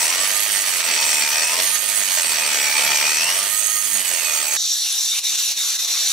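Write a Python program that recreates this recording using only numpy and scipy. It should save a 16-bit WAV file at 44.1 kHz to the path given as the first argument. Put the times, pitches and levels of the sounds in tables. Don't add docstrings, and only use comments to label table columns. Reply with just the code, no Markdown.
import sys
import numpy as np
from scipy import signal
from scipy.fft import rfft, irfft, next_fast_len
from scipy.io import wavfile
from scipy.ndimage import uniform_filter1d, map_coordinates

SR = 44100
rng = np.random.default_rng(int(sys.argv[2]) if len(sys.argv) > 2 else 0)


def invert_db(level):
    return 10 ** (np.asarray(level, dtype=float) / 20)


def master(y):
    cut = np.clip(np.atleast_2d(y).T, -1, 1)
    pcm = np.round(cut * 32767)
    wavfile.write(sys.argv[1], SR, pcm.astype(np.int16))


N = 269892
TIME = np.arange(N) / SR
CHANGE_S = 4.568

# t/s, contact with the stone level/dB, left-right lean level/dB
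HAND = [(0, -26, 0.5), (.18, -24.5, -2), (.36, -26, -6), (.7, -25, -3.5), (1, -25, -1.5), (1.42, -26.5, -1),
        (1.6, -25, -1.5), (1.75, -27, -8), (2.15, -26.5, -4.5), (2.46, -26, -2), (2.8, -24.5, -2),
        (3.18, -26, .5), (3.41, -25, -2.5), (3.53, -29.5, -8), (3.9, -31.5, -7), (4.0, -27.5, -5.5),
        (4.2, -29, -5.5), (4.56, -28.5, -3.5)]
# t/s, spindle f/Hz, torque on the gears level/dB
SPINDLE = [(0.0, 77.4, -5), (0.23, 96.45, -7), (0.47, 105.5, -16), (0.93, 79.49, -4.5), (1.3, 73.87, -2.5),
           (1.5, 82.13, 2), (1.74, 102.8, -12), (1.97, 104.4, -8), (2.28, 79.75, -8), (2.58, 71.23, -2),
           (2.98, 73.7, 1.5), (3.14, 77.1, 0.5), (3.25, 84.44, 4.5), (3.42, 98.94, -3), (3.58, 105.4, -18),
           (3.86, 103.7, -5), (4.28, 77.5, -4.5), (4.57, 71.25, -8)]
# t/s, half length t/s, depth level/dB
SKIPS = [(.645, .015, -2), (0.831, 0.017, -3), (1.468, 0.0073, -2), (1.563, 0.013, -1.5),
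         (1.81, 0.016, -1.5), (1.874, .012, -1.5), (2.039, .015, -0.5), (2.28, .012, -3), (3.27, .012, -2),
         (3.41, .015, -1), (4.036, .012, -3.5), (4.508, .015, -2.5), (4.584, 0.0073, -3.5),
         (5.217, 0.019, -10.5), (5.368, 0.0075, -4.5), (5.551, 0.021, -8), (5.779, 0.01, -6.5),
         (5.835, .012, -1), (5.868, .008, -5.5)]
# t/s, hiss level/dB, spray level/dB
FAR_LEVELS = [
    (4.58, -25.5, -62),
    (4.67, -24.5, -38),
    (4.77, -24.5, -52),
    (4.88, -25.5, -36),
    (5.05, -24.5, -44.5),
    (5.16, -24.5, -34),
    (5.45, -24, -35),
    (5.85, -24.5, -39),
    (6.12, -23, -34),
]

# f/Hz, density level/dB
SCRAPE_COLOUR = [(590, -41), (1000, -20.5), (1450, -11.5), (2360, -6.5), (2740, -5), (4410, -2.5),
                 (5070, -6.5), (8260, -12.5), (9720, -28), (16000, -47)]
# f/Hz, width f/Hz, level/dB
SCRAPE_MODES = [(1900, 175, 8.5), (2330, 140, 0.67), (2475, 24, 2.4), (3000, 430, 3.4), (4486, 120, 5.3),
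                (4800, 130, 2.2)]
# f/Hz, density level/dB
SLAB_COLOUR = [(12, -71), (28, -25), (64, -26), (165, -18), (399, -11), (582, -5), (801, -8), (914, -3),
               (1060, -12), (1800, -9), (2340, -5), (3960, -120)]
# f/Hz, width f/Hz, level/dB
SLAB_MODES = [(200, 13, -1.5), (660, 105, 3), (1240, 100, 10)]
# f/Hz, width f/Hz, level/dB
SLAB_RING = [(908, 26, 0)]
# f/Hz, width f/Hz, level/dB
GEAR_CASE = [(700, 400, -10), (1150, 500, -9), (1950, 450, -2), (2500, 350, 0), (3600, 1500, -8),
             (5000, 2500, -11)]
# f/Hz, width f/Hz, level/dB
CASE_RING = [(2545, 60, 0), (4480, 120, -2)]

# f/Hz, width f/Hz, level/dB
PRESSED = [(5620, 520, -3), (5820, 89, 0.5)]
# f/Hz, width f/Hz, level/dB
FREE = [(6410, 93, 0), (6606, 150, 0)]
# f/Hz, width f/Hz, level/dB
DISC_LOOSE = [(7300, 110, -13), (7840, 160, -3.5), (8210, 97, -5), (8970, 130, -0.5), (9080, 85, -6),
              (9200, 70, -2.5)]
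# f/Hz, width f/Hz, level/dB
DISC_HELD = [(7380, 130, -6), (7780, 80, -5), (8080, 300, -4), (8100, 300, -10), (8660, 170, -10.5),
             (8940, 155, -1.5)]
# f/Hz, width f/Hz, level/dB
DISC_TOP_LOOSE = [(10380, 154, -1), (11200, 130, -10.5), (11490, 91, 0), (12640, 120, -3), (13000, 90, -5),
                  (13500, 700, -14), (14350, 200, -7.5), (15440, 230, -7)]
# f/Hz, width f/Hz, level/dB
DISC_TOP_HELD = [(10520, 190, 0.5), (11440, 200, -3.5), (11700, 100, -1.5), (12660, 260, 0),
                 (12800, 110, -6), (14380, 230, -2.5), (15500, 260, -4.5)]

# f/Hz, width f/Hz, level/dB
FAR_MODES = [(3600, 200, -4), (3780, 170, -2), (4090, 170, -2), (4480, 280, -5), (5630, 190, -1),
             (6050, 190, 0), (6930, 150, -3), (7670, 100, -2)]
# f/Hz, width f/Hz, level/dB
FAR_TOP = [(9120, 130, 3), (10800, 310, 1.5), (11200, 300, -5), (12400, 300, -13), (12800, 200, -8),
           (14000, 270, 0)]
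# f/Hz, width f/Hz, level/dB
SPLASH = [(2320, 390, -6), (2790, 710, 0)]
# f/Hz, density level/dB
FAR_LOW = [(12, -58), (50, -25), (188, -20), (340, -13.5), (465, -16.5), (676, -7), (1020, -8.5),
           (1170, -5), (2200, -1), (2860, -27), (4840, -120)]
# f/Hz, density level/dB
FAR_BED = [(1200, -56), (3400, -6.5), (4850, -6), (5700, 2.5), (8640, -10), (14000, -12), (14450, -20),
           (15800, -20)]
# f/Hz, left-right likeness
NEAR_ALIKE = [(60, 0.65), (180, 0.91), (550, 0.86), (1650, 0.63), (4970, 0.45), (15000, 0.35)]
# f/Hz, left-right likeness
FAR_ALIKE = [(60, 0.52), (180, 0.95), (550, 0.98), (1650, 0.88), (4970, 0.72), (15000, 0.77)]

UPRIGHT_DB, TIPPED_DB = -1, -8
USUAL_CONTACT_DB = -26
# level/dB running free, gain/dB under load (fan: braking), dB per dB of contact
UNBALANCE, SECOND, FAN, UPPER = (-75, 13.6, 2.21), (-60.5, -4, 0.3), (-41.5, -9.5, -0.33), (-44, -13, -0.85)
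# level/dB tipped, gain/dB lying flat, dB per dB of contact
SLAB_LAW, PRESSED_LAW, FREE_LAW = (-36.5, 4.46, 1), (-34.5, 10.3, 0.35), (-29, -5.5, 0.093)
TOP_LAW, RING_LAW = (-28.5, -3.1, 0.18), (-26.5, 0.11, 0.12)


def grind(held, turns):
    contact_db, pan_db, flat = hand()
    slab_db = law(SLAB_LAW, (flat + held) / 2, contact_db)
    pressed_db = law(PRESSED_LAW, flat ** 1.44, contact_db)
    bite = throb(turns, beat_db=2.1, grit_db=1.1)
    face = worn(turns, life=7)
    blows = knocks(turns, sharp=9, scatter_db=1.3)

    def scrape_gain(hz):
        return invert_db(along(SCRAPE_COLOUR, hz)) * np.hypot(1, peaks(SCRAPE_MODES, hz))

    def slab_gain(hz):
        return invert_db(along(SLAB_COLOUR, hz)) * np.hypot(1, peaks(SLAB_MODES, hz))

    scrape = hiss(scrape_gain, NEAR_ALIKE, bite, patchy_db=1.1, repeat=0.45 * face)
    knock = hiss(lambda hz: peaks(GEAR_CASE, hz) ** 1.3, NEAR_ALIKE, blows, patchy_db=1.2)
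    hum = hiss(lambda hz: peaks(CASE_RING, hz) ** 1.8, NEAR_ALIKE, bite, patchy_db=0.5)
    slab = hiss(slab_gain, NEAR_ALIKE, bite, patchy_db=1.8, lag_s=3e-5, repeat=0.42 * face)
    note = hiss(lambda hz: peaks(SLAB_RING, hz) ** 2.0, NEAR_ALIKE, 1, patchy_db=6.0)
    pressed = hiss(lambda hz: peaks(PRESSED, hz) ** 1.03, [(6000, 0.56)], bite, patchy_db=1.5)

    case = invert_db(-8 + 3.5 * held) * knock + invert_db(-22 + 15 * held) * hum
    broad = invert_db(contact_db - 0.5) * (scrape + case) + invert_db(pressed_db - 1.5) * pressed
    low = invert_db(slab_db - 1.5) * (slab + invert_db(-16 + 8.5 * held) * note)
    return placed(broad, pan_db) + placed(low, 0.22 * pan_db)


def disc(held, turns):
    contact_db, lean_db, flat = hand()
    ring_db = law(RING_LAW, flat, contact_db)
    free_db = law(FREE_LAW, flat, contact_db)
    top_db = law(TOP_LAW, flat, contact_db)
    pan_db = 1.04 * lean_db - 3
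    loose, tight = np.cos(np.pi / 2 * held), np.sin(np.pi / 2 * held)
    stir = throb(turns, beat_db=1.4, grit_db=0.93)

    def sing(modes, alike, lag_s, steep=1.15):
        return hiss(lambda hz: peaks(modes, hz) ** steep, [(9000, alike)], stir, patchy_db=3.5, lag_s=lag_s)

    middle = loose * sing(DISC_LOOSE, 0.42, 0.00013) + tight * sing(DISC_HELD, 0.64, 0.00013)
    top = loose * sing(DISC_TOP_LOOSE, 0.17, 0, steep=1.2) + tight * sing(DISC_TOP_HELD, 0.42, 0, steep=1.1)
    free = invert_db(free_db + 0.5) * sing(FREE, 0.89, 4e-5)
    return placed(invert_db(ring_db + 1.03) * middle + invert_db(top_db + 0.3) * top + free, pan_db)


def motor(speed, torque_db, held, turns):
    contact_db = hand()[0]
    slowing = -uniform_filter1d(np.gradient(speed) * SR, size=4000)
    braking = np.clip(slowing / 52, 0, 1)
    first_db = law(UNBALANCE, held, contact_db)
    second_db = law(SECOND, held, contact_db)
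    upper_db = law(UPPER, held, contact_db)
    fan_db = law(FAN, braking, contact_db)
    mesh_db = -31 + torque_db
    shudder_s, half_s, shudder_db = 3.97, 0.1, 11
    second_db = second_db + shudder_db * np.exp(-((TIME - shudder_s) / half_s) ** 2)

    def tone(order, rough):
        return invert_db(3.2 * wobble(24.91)) * np.sin(2 * np.pi * order * turns + rough * wobble(35))

    mesh = 0
    for order, share in [(31, 0.35), (32, 0.8), (33, 0.6), (34, 0.4)]:
        mesh = mesh + peaks([(2450, 800, 0)], order * speed) * share * tone(order, 1.5)
    second = 1.24 * peaks([(198, 20, 0)], 2 * speed) * tone(2, 0.53)
    shake = second + 1.05 * tone(3, 0.58) + 0.79 * tone(4, 0.4)
    low = invert_db(first_db - 0.5) * tone(0.98, 0.2) + invert_db(second_db + 1.0) * shake
    whine = invert_db(fan_db + 2.5) * tone(12, 0.94) + invert_db(upper_db + 1.0) * tone(18, 1.0) + invert_db(mesh_db + 3.5) * mesh
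    return low + whine * invert_db([[-1.5], [1.5]])


def distant():
    hiss_db, splash_db = curves(FAR_LEVELS)
    since = np.maximum(TIME - CHANGE_S, 0)
    low_db = -49 + 5.5 * since
    top_db = -32.5 - 17 * np.exp(-since / 0.11)
    chatter = throb(76 * TIME, beat_db=0.3, grit_db=0.36)

    def body_gain(hz):
        return np.hypot(peaks(FAR_MODES, hz) ** 1.4, invert_db(along(FAR_BED, hz) - 7))

    body = hiss(body_gain, FAR_ALIKE, chatter, patchy_db=2.2, lag_s=-2e-5)
    low = hiss(lambda hz: invert_db(along(FAR_LOW, hz)), FAR_ALIKE, chatter, patchy_db=3.0)
    splash = hiss(lambda hz: peaks(SPLASH, hz) ** 1.44, FAR_ALIKE, chatter, patchy_db=3.5)
    top = hiss(lambda hz: peaks(FAR_TOP, hz) ** 1.3, FAR_ALIKE, chatter, patchy_db=4.3, lag_s=-0.000023)
    near_ground = invert_db(hiss_db + 3.0) * body + invert_db(low_db + 1.6) * low
    return near_ground + invert_db(splash_db) * splash + invert_db(top_db - 1.0) * top


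def hand():
    contact_db, lean_db = curves(HAND)
    return contact_db, lean_db, np.clip((lean_db - TIPPED_DB) / (UPRIGHT_DB - TIPPED_DB), 0, 1)


def law(rule, share, contact_db):
    base_db, gain_db, follows = rule
    return base_db + gain_db * share + follows * (contact_db - USUAL_CONTACT_DB)


def throb(turns, beat_db, grit_db):
    once = (1 + 0.35 * wobble(15)) * np.cos(2 * np.pi * (turns - 0.5))
    twice = 0.4 * np.cos(4 * np.pi * turns + 0.8 * wobble(8))
    grit = wobble(70) + 0.3 * wobble(25) + 0.6 * wobble(300)
    return invert_db(beat_db * (once + twice) + grit_db * grit)


def worn(turns, life, count=160):
    face = rng.standard_normal((2, int(turns[-1] / life) + 3, count))
    face = np.concatenate([face, face[..., :3]], axis=2)
    place = [turns / life, turns % 1 * count + 1]
    return np.array([unit(map_coordinates(side, place, order=2)) for side in face])


def knocks(turns, sharp, scatter_db):
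    whole = np.floor(turns).astype(int)
    size, late = rng.standard_normal((whole[-1] + 1, 2)).T
    from_blow = turns - whole - 0.5 - 0.06 * late[whole]
    return invert_db(scatter_db * size[whole]) * np.exp(-(sharp * from_blow) ** 2)


def hiss(gain, alike, drive, patchy_db, lag_s=0, repeat=0):
    z = signal.stft(rng.standard_normal((2, N)) + repeat, nperseg=512)[2]
    field = uniform_filter1d(rng.standard_normal(z.shape), size=4, axis=1)
    field = uniform_filter1d(field, size=10, axis=2)
    patchy = z * invert_db(patchy_db * field / field.std())
    pair = signal.istft(patchy, nperseg=512)[1][:, :N] * drive
    size = next_fast_len(N + 8192)
    hz = np.fft.rfftfreq(size, 1 / SR)
    turn = np.arccos(np.clip(along(alike, hz), -1, 1)) / 2
    common, opposed = rfft(pair, size) * gain(hz) * [np.cos(turn), np.sin(turn)]
    ramp = np.exp(1j * np.pi * hz * lag_s)
    sides = np.array([(common + opposed) / ramp, (common - opposed) * ramp])
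    return unit(irfft(sides, size)[:, :N])


def peaks(modes, hz):
    power = 0
    for centre, width, db in modes:
        power = power + invert_db(2 * db) * (hz * width) ** 2 / ((centre ** 2 - hz * hz) ** 2 + (hz * width) ** 2)
    return np.sqrt(power)


def placed(pair, pan_db):
    gains = invert_db(np.array([pan_db / 2, -pan_db / 2]))
    return pair * gains / gains.mean(0)


def wobble(rate):
    return map_coordinates(rng.standard_normal(int(N * rate / SR) + 4), [TIME * rate], order=2)


def curves(rows):
    s, *columns = np.transpose(rows)
    return [np.interp(TIME, s, column) for column in columns]


def along(points, hz):
    f, v = np.transpose(points)
    return np.interp(np.log(hz + 1), np.log(f + 1), v)


def unit(x):
    return x / np.sqrt(np.mean(np.atleast_2d(x).mean(0) ** 2) + 1e-20)


def scene():
    speed, torque_db = curves(SPINDLE)
    turns = np.cumsum(speed) / SR
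    held = np.clip((99 - speed) / 21, 0, 1)
    near = grind(held, turns) + disc(held, turns) + motor(speed, torque_db, held, turns)
    away = np.clip((TIME - CHANGE_S) / 0.0017, 0, 1)
    dips_db = sum(db * np.exp(-((TIME - s) / half_s) ** 4) for s, half_s, db in SKIPS)
    return invert_db(dips_db) * ((1 - away) * near + away * distant())


def low_pass(x):
    return signal.sosfilt(signal.butter(12, 16470, fs=SR, output="sos"), x)


def record(dry):
    dry = dry / (1 + np.abs(dry / 0.8) ** 4) ** (1 / 4)
    hz, _, z = signal.stft(dry, SR, nperseg=2048, noverlap=1024)
    power = np.abs(z[:, :1024]) ** 2
    bands = power.reshape(2, 64, 16, -1).mean(2).repeat(16, 1)
    heard = bands > power.mean((0, 1)) * invert_db(-2 * 12.6)
    below = hz[:1024, None]
    z[:, :1024] *= (heard | (below < 8500)) & (below < 15740)
    z[:, 1024] = 0
    z *= (hz ** 2 / (hz ** 2 + 40 ** 2))[:, None]
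    mix = signal.istft(z, SR, nperseg=2048, noverlap=1024)[1][:, :N]
    return low_pass(mix)


dry = scene()
out = record(dry)
master(out)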